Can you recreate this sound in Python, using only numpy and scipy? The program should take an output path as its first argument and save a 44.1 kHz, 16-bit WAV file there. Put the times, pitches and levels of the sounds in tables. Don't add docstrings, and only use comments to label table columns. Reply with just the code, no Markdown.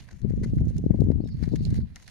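import sys
import numpy as np
from scipy import signal
from scipy.fft import rfft, irfft
from scipy.io import wavfile
from scipy.ndimage import uniform_filter1d

SR = 44100
rng = np.random.default_rng(int(sys.argv[2]) if len(sys.argv) > 2 else 0)


def inscribe(sig):
    pcm = np.round(np.clip(np.atleast_2d(sig).T, -1, 1) * 32767)
    wavfile.write(sys.argv[1], SR, pcm.astype(np.int16))


N = 92610
T = np.arange(N) / SR

# time in seconds, relative thump level in dB,
# width in seconds, relative flutter level in dB, port (0 left, 1 right).
EDDIES = [(0.248, -7, 0.0017, -41, 0), (0.253, -11, 0.0016, -30, 0), (0.307, -11, 0.0015, -32, 0),
          (0.337, -10, 0.0016, -37, 0), (0.377, -17, 0.0015, -30, 0), (0.416, -11.5, 0.0018, -46, 0),
          (0.433, -15, 0.0015, -26, 0), (0.461, -15, 0.0014, -60, 0), (0.535, -9.5, 0.0016, -40, 1),
          (0.569, -7, 0.0022, -49, 1), (0.576, -6.5, 0.0029, -48, 0), (0.611, -18, 0.0011, -25, 1),
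          (0.615, -3, 0.0033, -41, 0), (0.618, -35, 0.00072, -22.5, 1), (0.671, -11, 0.0019, -30, 1),
          (0.708, -21.5, 0.0011, -34.5, 1), (0.76, -10.5, 0.0026, -58.5, 1), (0.788, -50, 0.0011, -53, 0),
          (0.793, -23.5, 0.0012, -27.5, 1), (0.84, -12.5, 0.0013, -26, 1), (0.864, -3.5, 0.0014, -25, 0),
          (0.906, -6, 0.001, -16.5, 0), (0.908, -2, 0.0027, -26, 0), (0.945, -10, 0.0011, -17, 0),
          (0.957, -33.5, 0.0016, -24.5, 0), (0.991, -15, 0.0011, -28.5, 0), (1.004, -2.5, 0.0023, -39, 0),
          (1.019, -2, 0.0012, -17.5, 0), (1.04, -11, 0.0017, -35.5, 1), (1.072, -9.5, 0.0022, -23, 0),
          (1.086, -4.5, 0.0018, -42, 0), (1.103, -2.5, 0.0012, -44, 0), (1.119, -18, 0.00065, -22, 0),
          (1.158, -9.5, 0.0022, -56, 0), (1.182, -10.5, 0.0031, -29, 0), (1.204, -14.5, 0.0009, -20, 0),
          (1.239, -16.5, 0.0013, -32, 0), (1.258, -24.5, 0.00087, -29, 0), (1.346, -14.5, 0.0026, -62, 1),
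          (1.427, -9, 0.0018, -36, 0), (1.478, -8.5, 0.0018, -24, 0), (1.524, -11.5, 0.0022, -24.5, 0),
          (1.538, -8.5, 0.0014, -18.5, 0), (1.545, -11.5, 0.0022, -18.5, 0), (1.608, -13, 0.0018, -39, 0),
          (1.67, -26, 0.0008, -56, 1), (1.727, -7.5, 0.0021, -49, 0), (1.789, -13, 0.0019, -29.5, 1),
          (1.828, -19, 0.0042, -61, 0)]


def from_db(db):
    return 10 ** (np.asarray(db) / 20)


def in_time(rows):
    return np.interp(T, *np.transpose(rows))


def pan(db):
    return from_db(np.array([[.5], [-.5]]) * db)


def colour(x, points):
    size = 2 ** 17
    hz, db = np.transpose(points)
    bin_hz = np.arange(size // 2 + 1) * SR / size
    gain = from_db(np.interp(np.log(bin_hz + 1), np.log(hz), db))
    cepstrum = irfft(np.log(gain))
    cepstrum[1:size // 2] *= 2
    cepstrum[size // 2 + 1:] = 0
    return irfft(rfft(x, size) * np.exp(rfft(cepstrum)))[..., :N]


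def tint(x, points):
    hz, db = np.transpose(points)
    gain = from_db(np.interp(np.log(np.linspace(1, SR / 2, N // 2)), np.log(hz), db))
    return colour(x, points) / np.sqrt(np.mean(gain ** 2))


def even(x, span_s):
    size = int(span_s * SR)
    power = uniform_filter1d(uniform_filter1d(x ** 2, size), size)
    return x / np.sqrt(np.abs(power) + 1e-9)


def drift(per_s):
    return np.interp(T * per_s, np.arange(N // 100), rng.standard_normal(N // 100))


def grains(per_s, spread_db, shared=0.43):
    shape = (3, N)
    sizes = from_db(spread_db * np.minimum(rng.exponential(1, shape), 5))
    clicks = sizes * rng.choice([-1, 1], shape) * (rng.random(shape) < per_s / SR)
    clicks /= np.sqrt(np.mean(clicks ** 2))
    return np.sqrt(shared) * clicks[0] + np.sqrt(1 - shared) * clicks[1:]


def open_air():
    # frequency in Hz, relative level in dB.
    spectrum = [(30, 30.5), (100, 13.5), (300, 2.5), (700, -2), (1200, -4), (2000, -3), (3200, -3),
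                (4200, -13.5), (6000, -12), (10000, -19.5), (13000, -17), (15500, -37.5)]
    return from_db(-57) * tint(rng.standard_normal((2, N)), spectrum)


def far_bird(tail_s=0.091):
    # start and length in seconds, first, middle and last pitch in Hz, relative level in dB.
    notes = [(1.199, 0.039, 3650, 4700, 5320, -64.5), (1.235, 0.065, 4800, 5280, 4400, -59.5),
             (1.241, 0.042, 3650, 3800, 3546, -64), (1.289, 0.045, 5000, 4600, 4080, -57.5)]
    call = np.zeros(N)
    for start, length, first_hz, middle_hz, last_hz, db in notes:
        progress = np.clip((T - start) / length, 0, 1)
        glide = np.polyfit([0, .5, 1], [first_hz, middle_hz, last_hz], 2)
        phase = 2 * np.pi * np.cumsum(np.polyval(glide, progress)) / SR
        call += from_db(db) * np.sin(np.pi * progress) * np.sin(phase)
    scatter = rng.standard_normal((2, N)) * np.exp(-T / tail_s)
    scatter /= np.sqrt(np.sum(scatter ** 2) / 2)
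    tail = signal.fftconvolve(call[None], scatter)[:, :N]
    return from_db(-2.5) * (call + from_db(4) * tail)


def wind():
    # time in seconds, relative level in dB.
    left_pressure = [(0, -50), (.04, -56), (.09, -79), (.13, -36.5), (.2, -45.5), (.24, -18.5),
                     (.36, -24.5), (.63, -20.5), (.71, -33), (.78, -21.5), (.83, -30.5), (.91, -24),
                     (.97, -22), (1.11, -6.5), (1.19, -26), (1.29, -31), (1.37, -33.5), (1.42, -17.5),
                     (1.5, -29.5), (1.57, -22.5), (1.83, -24), (1.9, -44.5), (2.1, -61.5)]
    right_pressure = [(0, -43), (.24, -57), (.3, -21), (.34, -40), (.39, -20.5), (.42, -24), (.53, -29.5),
                      (.67, -14), (.72, -28.5), (.79, -27.5), (.87, -26), (.96, -27.5), (1.0, -46.5),
                      (1.03, -21.5), (1.09, -27), (1.27, -35.5), (1.31, -31), (1.35, -30.5), (1.4, -37),
                      (1.52, -33), (1.7, -18.5), (1.8, -22.5), (1.89, -48.5), (1.92, -39.5), (2.01, -62.5),
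                      (2.1, -44)]
    # frequency in Hz, relative level in dB.
    rumble_spectrum = [(15, -15), (30, 0), (65, 7), (120, 4.5), (220, -1), (320, -19.5), (450, -28),
                       (650, -39), (1000, -53.5), (2000, -76)]
    flutter_spectrum = [(100, -44), (230, 19), (380, 7.5), (560, -8.5), (750, -14), (1000, -24.5),
                        (1600, -50.5)]
    gust_db = np.array([in_time(left_pressure), in_time(right_pressure)]) + 20
    rumble = even(tint(rng.standard_normal((2, N)), rumble_spectrum), span_s=0.061)
    flutter = even(tint(rng.standard_normal((2, N)), flutter_spectrum), span_s=0.035)
    rumble_db = -22.5 + 0.87 * np.minimum(gust_db, 1.5)
    flutter_db = -49.5 + 1.53 * gust_db + 4.5 * drift(per_s=70)
    flutter_power = from_db(flutter_db) ** 2
    eddy_s = 0.0059
    for time, _, _, db, port in EDDIES:
        flutter_power[int(port)] += from_db(db - 4.5) ** 2 * np.exp(-((T - time) / eddy_s) ** 2)
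    turbulence = rumble * from_db(rumble_db) + flutter * np.sqrt(flutter_power)
    return signal.sosfilt(signal.butter(2, 2500, fs=SR, output="sos"), turbulence)


def buffets(band_hz=(76, 601)):
    pressure = np.zeros((2, N))
    for (time, db, width_s, _, port), sign in zip(EDDIES, rng.choice([-1, 1], len(EDDIES))):
        passage = (T - time) / width_s
        pressure[int(port)] += sign * from_db(db - 3.5) * np.pi * passage / (1 + passage ** 2) ** 2
    return signal.sosfilt(signal.butter(2, band_hz, "band", fs=SR, output="sos"), pressure)


def grit(flicker_db=2.5, patchy_db=3):
    # time in seconds, level of the shuffling in dB.
    shuffle = [(0, -49.5), (.06, -61.5), (.13, -61), (.25, -71.5), (.35, -65), (.41, -70), (.46, -63.5),
               (.61, -67), (.63, -74), (.69, -65), (.88, -69.5), (1.06, -70.5), (1.2, -77.5), (1.34, -68),
               (1.42, -58.5), (1.58, -62), (1.65, -65), (1.77, -53.5), (1.83, -68), (1.945, -69.5),
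               (1.96, -58), (2.05, -61.5), (2.1, -46.5)]
    # time in seconds, left over right in dB.
    position = [(0, -1), (.4, 1), (1.0, -3), (1.4, -7.5), (1.8, -6), (2.0, -9), (2.1, -4)]
    # frequency in Hz, relative level in dB.
    sand_spectrum = [(300, 7), (800, -1), (1200, -5.5), (1800, 5.5), (2800, -0.5), (4400, 0), (6500, 3.5),
                     (8000, -9), (9500, -10), (12500, -13), (15500, -41)]
    level = from_db(in_time(shuffle) + flicker_db * drift(per_s=110))
    rustle = tint(level * grains(per_s=5400, spread_db=4), sand_spectrum)
    spectrum = rfft(rustle, 2 * N)
    edges_hz = [1300, 2400, 3600, 5200, 7800]
    band_of_bin = np.searchsorted(edges_hz, np.linspace(0, SR / 2, N + 1))
    patches = np.zeros((2, N))
    for k in range(len(edges_hz) + 1):
        band = irfft(spectrum * (band_of_bin == k))[:, :N]
        patches += band * from_db(patchy_db * drift(per_s=25))
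    return patches * pan(in_time(position))


def hoof_envelope(start, length, release_s, attack_s=0.0016, lead_in_s=0.004, settle_s=0.024):
    since_lift = np.maximum(T - start - length, 0)
    lead_in = from_db(-23.5) * np.exp(-np.abs(T - start) / lead_in_s)
    press = np.clip((T - start) / attack_s, 0, 1) * np.exp(-since_lift / release_s)
    settle = from_db(-21) * np.exp(-since_lift / settle_s) * (T > start)
    return np.maximum(press, np.maximum(lead_in, settle))


def hooves(grains_per_s=9000, spread_db=0.5):
    # start and length in seconds, relative crunch and tap levels in dB, left over right in dB.
    footfalls = [(0.086, 0.006, -50.5, -44.5, -1), (.110, 0.0058, -44.5, -52, -4),
                 (0.129, 0.00076, -38.5, -45, 5), (0.216, 0.0027, -46.5, -58, -2),
                 (0.295, 0.011, -51.5, -54, 1), (0.319, 0.0017, -61, -51, -4),
                 (0.432, 0.017, -40, -42, 1.5), (0.581, 0.0058, -50, -47, -1.5),
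                 (0.603, 0.0013, -44, -74, 5), (0.654, 0.0013, -44, -56, 10), (0.681, 0.023, -50.5, -62, 1),
                 (0.763, 0.007, -46.5, -54.5, 1), (0.779, 0.0057, -45, -68, 21),
                 (0.915, 0.002, -66, -49.5, -2.5), (0.958, 0.0011, -43, -55.5, 0),
                 (0.977, 0.00093, -50, -64, 5), (1.005, 0.0012, -31.5, -50.5, -3),
                 (1.039, 0.0029, -53.5, -79.5, 19), (1.112, 0.0086, -51, -52.5, -6.5),
                 (1.245, 0.0042, -50, -85, -8), (1.272, 0.006, -49, -66, -17),
                 (1.284, 0.0099, -52.5, -55.5, 1), (1.425, 0.0053, -43, -45, -1),
                 (1.433, 0.0096, -44, -42.5, -9), (1.556, 0.0071, -34, -43.5, -2.5),
                 (1.619, 0.024, -48, -80, -6), (1.651, 0.001, -23, -80, -15.5),
                 (1.702, 0.0056, -40.5, -56, 0), (1.74, 0.0054, -38, -47, 2), (1.777, 0.0076, -58, -55, -1),
                 (1.801, 0.0084, -74, -56, 8), (1.958, 0.0027, -29, -43.5, 4.5),
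                 (1.963, 0.0045, -80, -40.5, -2), (1.997, 0.0042, -53, -54, 7),
                 (2.021, 0.0074, -47, -56, 7), (2.077, 0.0027, -31, -38.5, -5),
                 (2.083, 0.0039, -52, -51, 7)]
    # frequency in Hz, relative level in dB.
    crunch_spectrum = [(700, -34), (1500, -20), (2800, 3), (4400, 4.5), (6500, 8), (8000, -1.5),
                       (9500, -4.5), (12500, -10.5), (15500, -37)]
    tap_spectrum = [(300, -48.5), (700, -1.5), (1150, -10.5), (1500, -1), (1900, 2.5), (2400, -5),
                    (3300, -35.5), (5000, -4), (10000, -94)]
    crush, press = np.zeros((2, 2, N))
    for start, length, crunch_db, tap_db, side_db in footfalls:
        crush += hoof_envelope(start, length, release_s=0.00078) * from_db(crunch_db - 9.5) * pan(side_db)
        press += hoof_envelope(start, length, release_s=0.0019) * from_db(tap_db - 5.5) * pan(side_db)
    sand = even(grains(grains_per_s, spread_db), span_s=0.0062)
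    earth = even(tint(grains(grains_per_s, spread_db), tap_spectrum), span_s=0.0027)
    return tint(crush * sand, crunch_spectrum) + press * earth


def fence_echo(ground, delay_s=0.0074):
    return from_db(-19) * np.array([np.interp(T - delay_s, T, side, left=0) for side in ground[::-1]])


def microphone_ports(sound):
    # frequency in Hz, gain in dB.
    left_response = [(1000, 0), (2200, -1), (3200, -5.5), (4800, -8.5), (5500, -4.5), (6800, -1.5),
                     (7500, -3), (8200, -6), (8800, 0.5), (9350, 4), (9900, -0.5), (11400, 3),
                     (12600, -4.5), (13600, 5), (15500, -11)]
    right_response = [(1000, -1), (2200, -1.5), (2950, -8.5), (3600, -2), (3950, -8.5), (4300, 1),
                      (5100, -5), (5700, -10), (6600, -16), (7200, -12.5), (8400, -7), (9200, -9),
                      (10200, -7.5), (12600, -6), (15500, 11)]
    # port (0 left, 1 right), frequency and width in Hz, gain of the added ring.
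    resonances = [(0, 2050, 20, 1), (1, 1000, 21, 1.95), (1, 2850, 180, 1.5), (0, 13000, 67, 0.23),
                  (1, 3985, 170, 1.85), (0, 9500, 350, 0.48), (0, 4100, 200, 0.5)]
    heard = np.array([colour(sound[0], left_response), colour(sound[1], right_response)])
    for port, hz, width_hz, gain in resonances:
        ring = signal.lfilter(*signal.iirpeak(hz, hz / width_hz, fs=SR), heard[int(port)])
        heard[int(port)] += gain * ring
    return heard


def scene():
    ground = hooves() + grit()
    outdoors = ground + fence_echo(ground) + open_air() + far_bird()
    return microphone_ports(outdoors) + wind() + buffets()


def record(dry, cutoff_hz=15650):
    return signal.sosfilt(signal.ellip(10, .1, 80, cutoff_hz, fs=SR, output="sos"), dry)


dry = scene()
out = record(dry)
inscribe(out)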